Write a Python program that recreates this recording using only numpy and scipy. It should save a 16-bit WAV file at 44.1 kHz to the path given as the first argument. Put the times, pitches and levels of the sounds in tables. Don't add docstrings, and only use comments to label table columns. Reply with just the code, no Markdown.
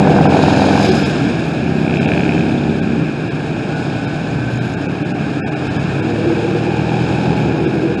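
import sys
import numpy as np
from scipy import signal
from scipy.fft import rfft, irfft
from scipy.io import wavfile
from scipy.ndimage import uniform_filter1d

SR = 44100
rng = np.random.default_rng(int(sys.argv[2]) if len(sys.argv) > 2 else 0)


def level_to_linear(level):
    exponent = np.asarray(level, float) / 20
    return 10 ** exponent


def generate_wav(signal):
    frames = np.transpose(np.atleast_2d(signal))
    scaled = np.clip(frames, -1, 1) * 32767
    pcm = np.round(scaled).astype(np.int16)
    wavfile.write(sys.argv[1], SR, pcm)


N = 352800

# share of the cycle, level/dB
TWIN_FIRES = [(0, 0), (.5, -4)]
# f/Hz, width/Hz, level/dB
DULL_BARK = [(783, 120, 14), (1650, 670, -1.5), (2690, 3600, -19.5)]
# t/s, f/Hz (cycles per second)
FOUR_SPEED = [(1.5, 16.83), (1.8, 16.1), (2.1, 17), (2.25, 17.37), (2.55, 17.24), (2.85, 16.88),
              (3.15, 15.45)]
FOUR_FIRED_S = 2.1765


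def rms_one(x):
    return x / np.sqrt(np.mean(x ** 2) + 1e-20)


def in_time(rows):
    s, *columns = np.transpose(rows)
    return [np.interp(np.arange(N) / SR, s, c) for c in columns]


def span(rows, fade_s):
    t, first, last = np.arange(N) / SR, rows[0][0], rows[-1][0]
    rise = np.clip((t - first) / fade_s, 0, 1) if first > .05 else 1
    fall = np.clip((last - t) / fade_s, 0, 1) if last < N / SR - .05 else 1
    return rise * fall


def held(start, end, rise_s, fall_s):
    corners = np.maximum.accumulate([start - rise_s, start, end, end + fall_s])
    return np.interp(np.arange(N) / SR, corners, [0, 1, 1, 0])


def drift(rate, live=slice(None)):
    r = np.exp(-80 * np.pi * rate / SR)
    slow = signal.lfilter([1], [1, -2 * r, r * r], rng.standard_normal(N // 40 + 2002))[2000:]
    return np.interp(np.arange(N)[live] / 40, np.arange(len(slow)), rms_one(slow))


def resonate(x, hz, width_hz):
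    r = np.exp(-np.pi * width_hz / SR)
    top = np.array([1, 0, -1]) * (1 - r * r) / 2
    return signal.lfilter(top, [1, -2 * r * np.cos(2 * np.pi * hz / SR), r * r], x)


def coloured(x, spectrum):
    hz, db = np.transpose(spectrum)
    bins = np.log(np.fft.rfftfreq(N, 1 / SR) + 1)
    gain = level_to_linear(np.interp(bins, np.log(hz), db, left=-80, right=-80))
    return rms_one(irfft(rfft(x) * gain, N))


def puffs(cycle, fires, decay_s, uneven_db):
    kicks = np.zeros(N)
    for share, db in fires:
        at = np.flatnonzero(np.diff(np.floor(cycle - share)))
        kicks[at] += level_to_linear(db + uneven_db * rng.standard_normal(N // 400)[:len(at)])
    return kicks, signal.lfilter([1], [1, -np.exp(-1 / (decay_s * SR))], kicks)


def going_by(closest_s, reach_s):
    return 1 / (1 + ((np.arange(N) / SR - closest_s) / reach_s) ** 2)


def with_passes(far_db, order, reach_s):
    # closest t/s, drone level/dB, tyre roar level/dB, hiss level/dB
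    riders = [
        (.1, -14.5, -27, -34),
        (.6, -18, -24, -34),
        (1.05, -34.5, -27.5, -34),
        (2.2, -21, -32.5, -36.5),
        (3.85, -30.5, -42, -40.5),
        (4.55, -31.5, -45.5, -41.5),
        (5.8, -31.5, -32.5, -39.5),
        (6.5, -27.5, -32, -39.5),
        (7.25, -24, -33, -39),
    ]
    power = level_to_linear(far_db) ** 2
    power = power + sum(level_to_linear(row[order]) ** 2 * going_by(row[0], reach_s) ** 2 for row in riders)
    return 10 * np.log10(power)


def column():
    # t/s, rumble level/dB
    bunching = [(0, -9), (.25, -9), (.6, -16), (1, -15), (1.25, -9.5), (1.75, -19), (2.15, -13),
                (2.4, -14.5), (3, -16), (3.4, -16), (4, -17.5), (4.5, -17.5), (5, -16), (5.4, -17),
                (6.1, -15), (6.6, -17), (7.2, -14.5), (7.8, -16.5)]
    # f/Hz, level/dB per Hz
    rumble_spectrum = [(15, -75), (25, -42), (81, -10.5), (97, -14), (130, -1.5), (148, 3.5), (198, -4),
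                       (297, -1), (339, -4.5), (460, -12.5), (600, -77), (1010, -120)]
    drone_spectrum = [(380, -5.5), (440, -4), (600, -2.5), (800, -2.5), (950, -11), (1100, -34)]
    roar_spectrum = [(850, -15.5), (1000, -5), (1250, -1), (1600, -1.5), (2500, -11), (2850, -8.5),
                     (3200, -29.5)]
    hiss_spectrum = [(2600, -28), (3000, 3), (4500, -7), (6500, -16), (8500, -15), (10500, -25),
                     (11500, -19)]
    rumble_db, = in_time(bunching)
    far_drone_db = -27 + .17 * (rumble_db - rumble_db.mean())
    drone_db = with_passes(far_drone_db, order=1, reach_s=.49)
    roar_db = with_passes(-29.5, order=2, reach_s=.51)
    hiss_db = with_passes(-41, order=3, reach_s=.51)
    kicks, throb = np.zeros(N), np.zeros(N)
    for rate in rng.uniform(14, 45, size=12):
        cycle = np.cumsum(rate * (1 + .04 * drift(.3))) / SR
        kick, puff = puffs(cycle, [(0, -5), (.42, -8)], decay_s=.0032, uneven_db=2.5)
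        nearness = level_to_linear(5.9 * drift(.29))
        kicks += nearness * kick
        throb += nearness * puff
    kicks = rms_one(kicks - kicks.mean())
    throb = throb / throb.mean()
    soft_throb = 1 + .3 * np.sqrt(throb)
    white = rng.standard_normal((4, N))
    rumble = level_to_linear(rumble_db - 3.5) * coloured(.9 * kicks + white[0], rumble_spectrum)
    drone = level_to_linear(drone_db - 2.5) * coloured(.43 * kicks + white[1], drone_spectrum)
    roar = level_to_linear(roar_db - .5) * coloured((1 + .094 * throb) * white[2], roar_spectrum)
    hiss = level_to_linear(hiss_db - 2.58 + .87 * drift(26)) * coloured(soft_throb * white[3], hiss_spectrum)
    return rumble + drone + roar + hiss


def engine(throttle, voice, speed, orders, fires, bark, fired_s, rough_db, noisy):
    rate, = in_time(speed)
    shut = 1 - held(*throttle)
    exhaust_db = voice[0] - voice[1] * shut
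    bark_db = voice[2] - voice[3] * shut
    cycle = np.cumsum(rate) / SR
    cycle = cycle - cycle[round(fired_s * SR)]
    live = slice(round(speed[0][0] * SR), round(speed[-1][0] * SR))
    tones = np.zeros(N)
    for k, db in orders:
        lined_up = np.angle(sum(level_to_linear(d) * np.exp(-2j * np.pi * k * share) for share, d in fires))
        level = level_to_linear(db + rough_db * drift(4.7, live))
        phase = 2 * np.pi * k * cycle[live] + lined_up + .3 * drift(4.0, live)
        tones[live] += level * np.cos(phase)
    tones /= np.sqrt(np.mean(tones[live] ** 2))
    kicks, puff = puffs(cycle, fires, decay_s=.003, uneven_db=1.2)
    blows = rms_one(kicks) + noisy * rms_one(puff * rng.standard_normal(N))
    blows = signal.sosfilt(signal.butter(2, 3500, fs=SR, output="sos"), blows)
    knock = np.zeros(N)
    for i, (hz, width_hz, db) in enumerate(bark):
        knock += level_to_linear(db) * (-1) ** i * resonate(blows, hz, width_hz)
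    return span(speed, .14) * (level_to_linear(exhaust_db) * tones + level_to_linear(bark_db) * rms_one(knock))


def twin():
    # t/s, f/Hz (cycles per second)
    speed = [(0, 21.93), (.33, 21.95), (.6, 22.07), (1, 22.09), (1.15, 21.74)]
    # multiple of the cycle, level/dB
    orders = [(1, -46), (2, -26), (3, -26), (4, -5), (5, -5), (6, -21), (7, -1), (8, -33), (9, 3), (10, -5),
              (11, -21), (12, -1.5), (13, -1.5), (14, -3), (15, -19), (16, -12.5), (17, -37), (18, -7),
              (19, -19), (20, -20), (21, -29.5), (22, -5.5), (23, -14), (24, -16), (25, -16), (26, -34),
              (27, -34)]
    # f/Hz, width/Hz, level/dB
    bark = [(650, 160, -5), (775, 130, 0), (1000, 350, -8), (1500, 500, -17)]
    return engine((.14, .788, .35, .16), (-11, 5, -17, 13), speed, orders, TWIN_FIRES, bark,
                  fired_s=.2085, rough_db=1.2, noisy=.62)


def side_bike():
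    # t/s, f/Hz (cycles per second)
    speed = [(0, 28.03), (.55, 28.34), (1.1, 28.53)]
    # multiple of the cycle, level/dB
    orders = [(2, -39), (3, -14.5), (4, -12), (5, -4.5), (6, -20), (8, -9.5), (9, -12), (10, -23), (11, -8),
              (12, -8.5), (13, -5), (14, -34)]
    return engine((.49, .83, .38, .42), (-20, 2.5, -35, 4), speed, orders, TWIN_FIRES, DULL_BARK,
                  fired_s=.5, rough_db=8.0, noisy=.43)


def rasp():
    bands = [
        (.5, 3450, 300, -28.5),
        (.85, 4400, 500, -32),
        (7.1, 2750, 150, -36),
        (.85, 2550, 50, -27),
    ]
    reach_s = .3
    flutter = level_to_linear(2.5 * drift(30))
    out = 0
    for closest_s, centre_hz, climb_hz, db in bands:
        hz = centre_hz + climb_hz * np.tanh((np.arange(N) / SR - closest_s) / reach_s)
        grain = rms_one(resonate(rng.standard_normal(N) * level_to_linear(2 * drift(60)), 200, 600))
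        carrier = np.cos(2 * np.pi * np.cumsum(hz) / SR)
        out = out + level_to_linear(db) * going_by(closest_s, reach_s) ** 2 * grain * carrier
    return flutter * out


def four():
    # multiple of the cycle, level/dB
    orders = [(1, -45), (2, -37), (3, -23), (4, -14.5), (5, -9), (6, -6.5), (7, -34), (8, -2), (9, -3.5),
              (10, 2), (11, -6), (12, -2), (13, -1.5), (14, 2), (15, -22), (16, -3), (17, -7.5), (18, 1.5),
              (19, -16), (20, -5.5), (21, -19), (22, -5), (23, -5), (24, -12), (25, -27), (26, -15)]
    # share of the cycle, level/dB
    fires = [(0, 0), (.3, -2), (.5, -1), (.77, -6)]
    # f/Hz, width/Hz, level/dB
    bark = [(710, 68, -2), (1600, 710, 0), (2470, 1200, 0), (3400, 1100, -7.5)]
    return engine((1.97, 2.28, .24, .37), (-14.5, 1.5, -27, 12.5), FOUR_SPEED, orders, fires, bark,
                  fired_s=FOUR_FIRED_S, rough_db=1.8, noisy=.48)


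def tappet():
    cycle = np.cumsum(in_time(FOUR_SPEED)[0]) / SR
    cycle = cycle - cycle[round(FOUR_FIRED_S * SR)]
    _, puff = puffs(cycle, [(.9, 0)], decay_s=.009, uneven_db=1.5)
    ticks = puff * rng.standard_normal(N)
    ticks = rms_one(resonate(resonate(ticks, 3450, 500), 3450, 500))
    return level_to_linear(-43) * held(2.55, 2.7, .12, .12) * ticks


def far_bike():
    # t/s, f/Hz (cycles per second)
    speed = [(3.1, 27.83), (4, 28.94), (4.3, 29.86), (4.9, 31)]
    # multiple of the cycle, level/dB
    orders = [(1, -35), (2, -6), (3, 2.5), (4, 11), (5, 3), (6, -10), (7, 3), (8, -29), (9, -7), (10, -17),
              (11, -26), (12, -29)]
    return engine((4.37, 4.9, .26, .4), (-23, 5, -43, 3), speed, orders, TWIN_FIRES, DULL_BARK,
                  fired_s=4, rough_db=4.0, noisy=.99)


def whine():
    # t/s, f/Hz
    pitch = [(3.65, 1455), (3.85, 1480), (4.1, 1505), (4.45, 1540), (4.95, 1575)]
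    hz, = in_time(pitch)
    level_db = -32.5 - 6 * (1 - held(3.75, 4.45, .1, .2))
    level = level_to_linear(level_db + 2.2 * drift(7.7))
    tone = np.sin(2 * np.pi * np.cumsum(hz + 4.4 * drift(21.3)) / SR)
    return span(pitch, .055) * level * tone


def cruiser():
    # t/s, f/Hz (cycles per second)
    speed = [(3.7, 34.66), (4.28, 35.87), (4.68, 34.95), (5.07, 35.53), (5.3, 35.2), (5.65, 34.9)]
    # multiple of the cycle, level/dB
    orders = [(1, -27), (2, -9), (3, -1), (4, 0), (5, 2.5), (6, -6), (7, -13), (8, 3), (9, -13), (10, -28)]
    return engine((5.0, 5.35, .61, .32), (-24, 2, -37, 0), speed, orders, TWIN_FIRES, DULL_BARK,
                  fired_s=4.5, rough_db=1.0, noisy=.43)


def chain():
    # t/s, peak level/dB
    ticks = [(4.0173, -40), (4.0782, -45), (4.1734, -43), (4.1959, -41), (4.284, -40), (4.3111, -37),
             (4.5007, -42), (4.5331, -40), (4.5576, -33), (4.574, -32), (4.603, -39), (4.6494, -39),
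             (4.6788, -37), (4.6992, -37), (4.7382, -30), (4.7741, -43)]
    clicks = np.zeros(N)
    clicks[[round(s * SR) for s, db in ticks]] = level_to_linear(np.array(ticks)[:, 1] + 25)
    return resonate(resonate(clicks + 1e-18, 6600, 700), 7000, 700)


def revver():
    # t/s, f/Hz (cycles per second)
    speed = [(5.6, 34.9), (5.92, 35.32), (6.24, 36.58), (6.72, 39.52), (7.04, 41.11), (7.52, 42.21),
             (8, 41.7)]
    # multiple of the cycle, level/dB
    orders = [(1, -40), (2, -9), (3, 0), (4, -2), (5, -3), (6, -17), (7, -13), (8, -12), (9, -10)]
    # f/Hz, width/Hz, level/dB
    bark = [(837, 74, 8), (728, 99, 1), (2800, 1800, -14.5), (1450, 850, -10.5)]
    return engine((6.92, 7.33, .9, .5), (-18, 5, -26.5, 10.5), speed, orders, TWIN_FIRES, bark,
                  fired_s=7.04, rough_db=1.6, noisy=1.3)


def burbler():
    # t/s, f/Hz (cycles per second)
    speed = [(5.95, 15), (6.3, 16.3), (6.8, 16.2), (7.1, 24.8), (7.65, 19), (7.85, 22.5), (8, 16)]
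    # t/s, low mode level/dB, high mode level/dB
    blips = [
        (6.33, -16.5, -19.5),
        (7.82, -18, -28),
    ]
    idle_low_db, idle_high_db = -27, -35.5
    low_db, high_db = idle_low_db, idle_high_db
    for s, blip_low_db, blip_high_db in blips:
        opening = held(s, s, .34, .54)
        low_db = low_db + (blip_low_db - idle_low_db) * opening
        high_db = high_db + (blip_high_db - idle_high_db) * opening
    rate, = in_time(speed)
    kicks, puff = puffs(np.cumsum(rate) / SR + .3, [(0, 0), (.35, -4)], decay_s=.02, uneven_db=1.5)
    blows = rms_one(kicks) + 2.3 * rms_one(puff * rng.standard_normal(N))
    low = rms_one(resonate(resonate(blows, 322, 50), 347, 50))
    high = rms_one(resonate(resonate(blows, 475, 35), 475, 35))
    return span(speed, .068) * (level_to_linear(low_db) * low + level_to_linear(high_db) * high)


def scene():
    opening = column() + twin() + side_bike() + rasp()
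    middle = four() + tappet() + far_bike() + whine() + cruiser() + chain()
    ending = revver() + burbler()
    return (opening + middle + ending)[None]


def patchy_treble(x):
    # f/Hz, share of the time
    holes = [(5000, 0), (7000, .03), (8500, .12), (9800, .2), (10500, .35), (10900, .7), (11100, 1)]
    # from t/s, until t/s
    full_treble = [(.75, 1.1), (1.46, 1.55), (1.75, 1.85), (2.17, 2.2), (4.5, 4.76), (7.38, 7.45)]
    # t/s, step level/dB
    coarse = [(.28, 25), (.907, 25), (1.046, 25), (1.998, 21), (2.068, 21), (2.812, 20), (3.299, 19),
              (4.066, 19), (4.6, 18), (4.762, 18), (4.878, 19), (5.041, 19), (5.134, 19), (5.412, 19),
              (5.435, 19), (5.458, 19), (5.505, 20), (5.551, 19), (5.69, 18), (5.783, 18), (6.015, 20),
              (7.664, 19), (7.966, 19)]
    frame_size, grid, width = 1024, 74, 8
    n, k = np.arange(2 * frame_size), np.arange(frame_size)
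    window = np.sin(np.pi * (n + .5) / (2 * frame_size))
    basis = window * np.cos(np.pi / frame_size * np.outer(k + .5, n + .5 + frame_size / 2))
    hz = (k + .5) * SR / (2 * frame_size)
    firsts = np.arange(grid, N - 2 * frame_size, frame_size)
    lines = x[firsts[:, None] + n] @ basis.T
    chance = uniform_filter1d(rng.standard_normal((len(firsts), frame_size // width)), size=4, axis=0)
    rank = chance.argsort(axis=0).argsort(axis=0)
    chance = np.repeat(rank / len(firsts), width, axis=1)
    share = np.tile(np.interp(hz, *np.transpose(holes)), (len(firsts), 1))
    middle_s = (firsts + frame_size) / SR
    for begin, end in full_treble:
        inside = abs(middle_s - (begin + end) / 2) < (end - begin) / 2
        share[np.ix_(inside, hz > 9800)] = .1
    lost = lines * (chance < share)
    slope_db = 1 - 5.3 * np.log2(np.maximum(hz, 500) / 1000)
    for s, step_db in coarse:
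        frame = round((s * SR - grid) / frame_size) - 1
        step = level_to_linear(step_db + slope_db)
        lost[frame] = lines[frame] - step * np.round(lines[frame] / step)
    gone = 2 / frame_size * lost @ basis
    length = gone.size // 2
    out = x.copy()
    out[grid:grid + length] -= gone[:, :frame_size].ravel()
    out[grid + frame_size:grid + frame_size + length] -= gone[:, frame_size:].ravel()
    return out


def band_limit(x):
    return signal.sosfilt(signal.butter(12, 11390, fs=SR, output="sos"), x)


def record(dry):
    # f/Hz, width/Hz, level/dB
    housing = [(1182, 320, -7.5), (1624, 160, 4), (1953, 272, -14.5), (2468, 233, 10.5), (2900, 390, -6),
               (3800, 190, 3.5), (5110, 360, 7.5), (5840, 380, -4.5), (6700, 520, 7), (8440, 630, -4.5),
               (9400, 330, -5.5)]
    x = dry[0]
    for hz, width_hz, db in housing:
        wide = width_hz * max(1, level_to_linear(-db) ** .5)
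        x = x + (level_to_linear(db) - 1) * resonate(x, hz, wide)
    x = 1.01 * np.tanh(x / 1.01)
    x = signal.sosfilt(signal.butter(2, 45, "high", fs=SR, output="sos"), x)
    mix = patchy_treble(np.clip(x, -1, 1))[None]
    return band_limit(mix)


dry = scene()
out = record(dry)
generate_wav(out)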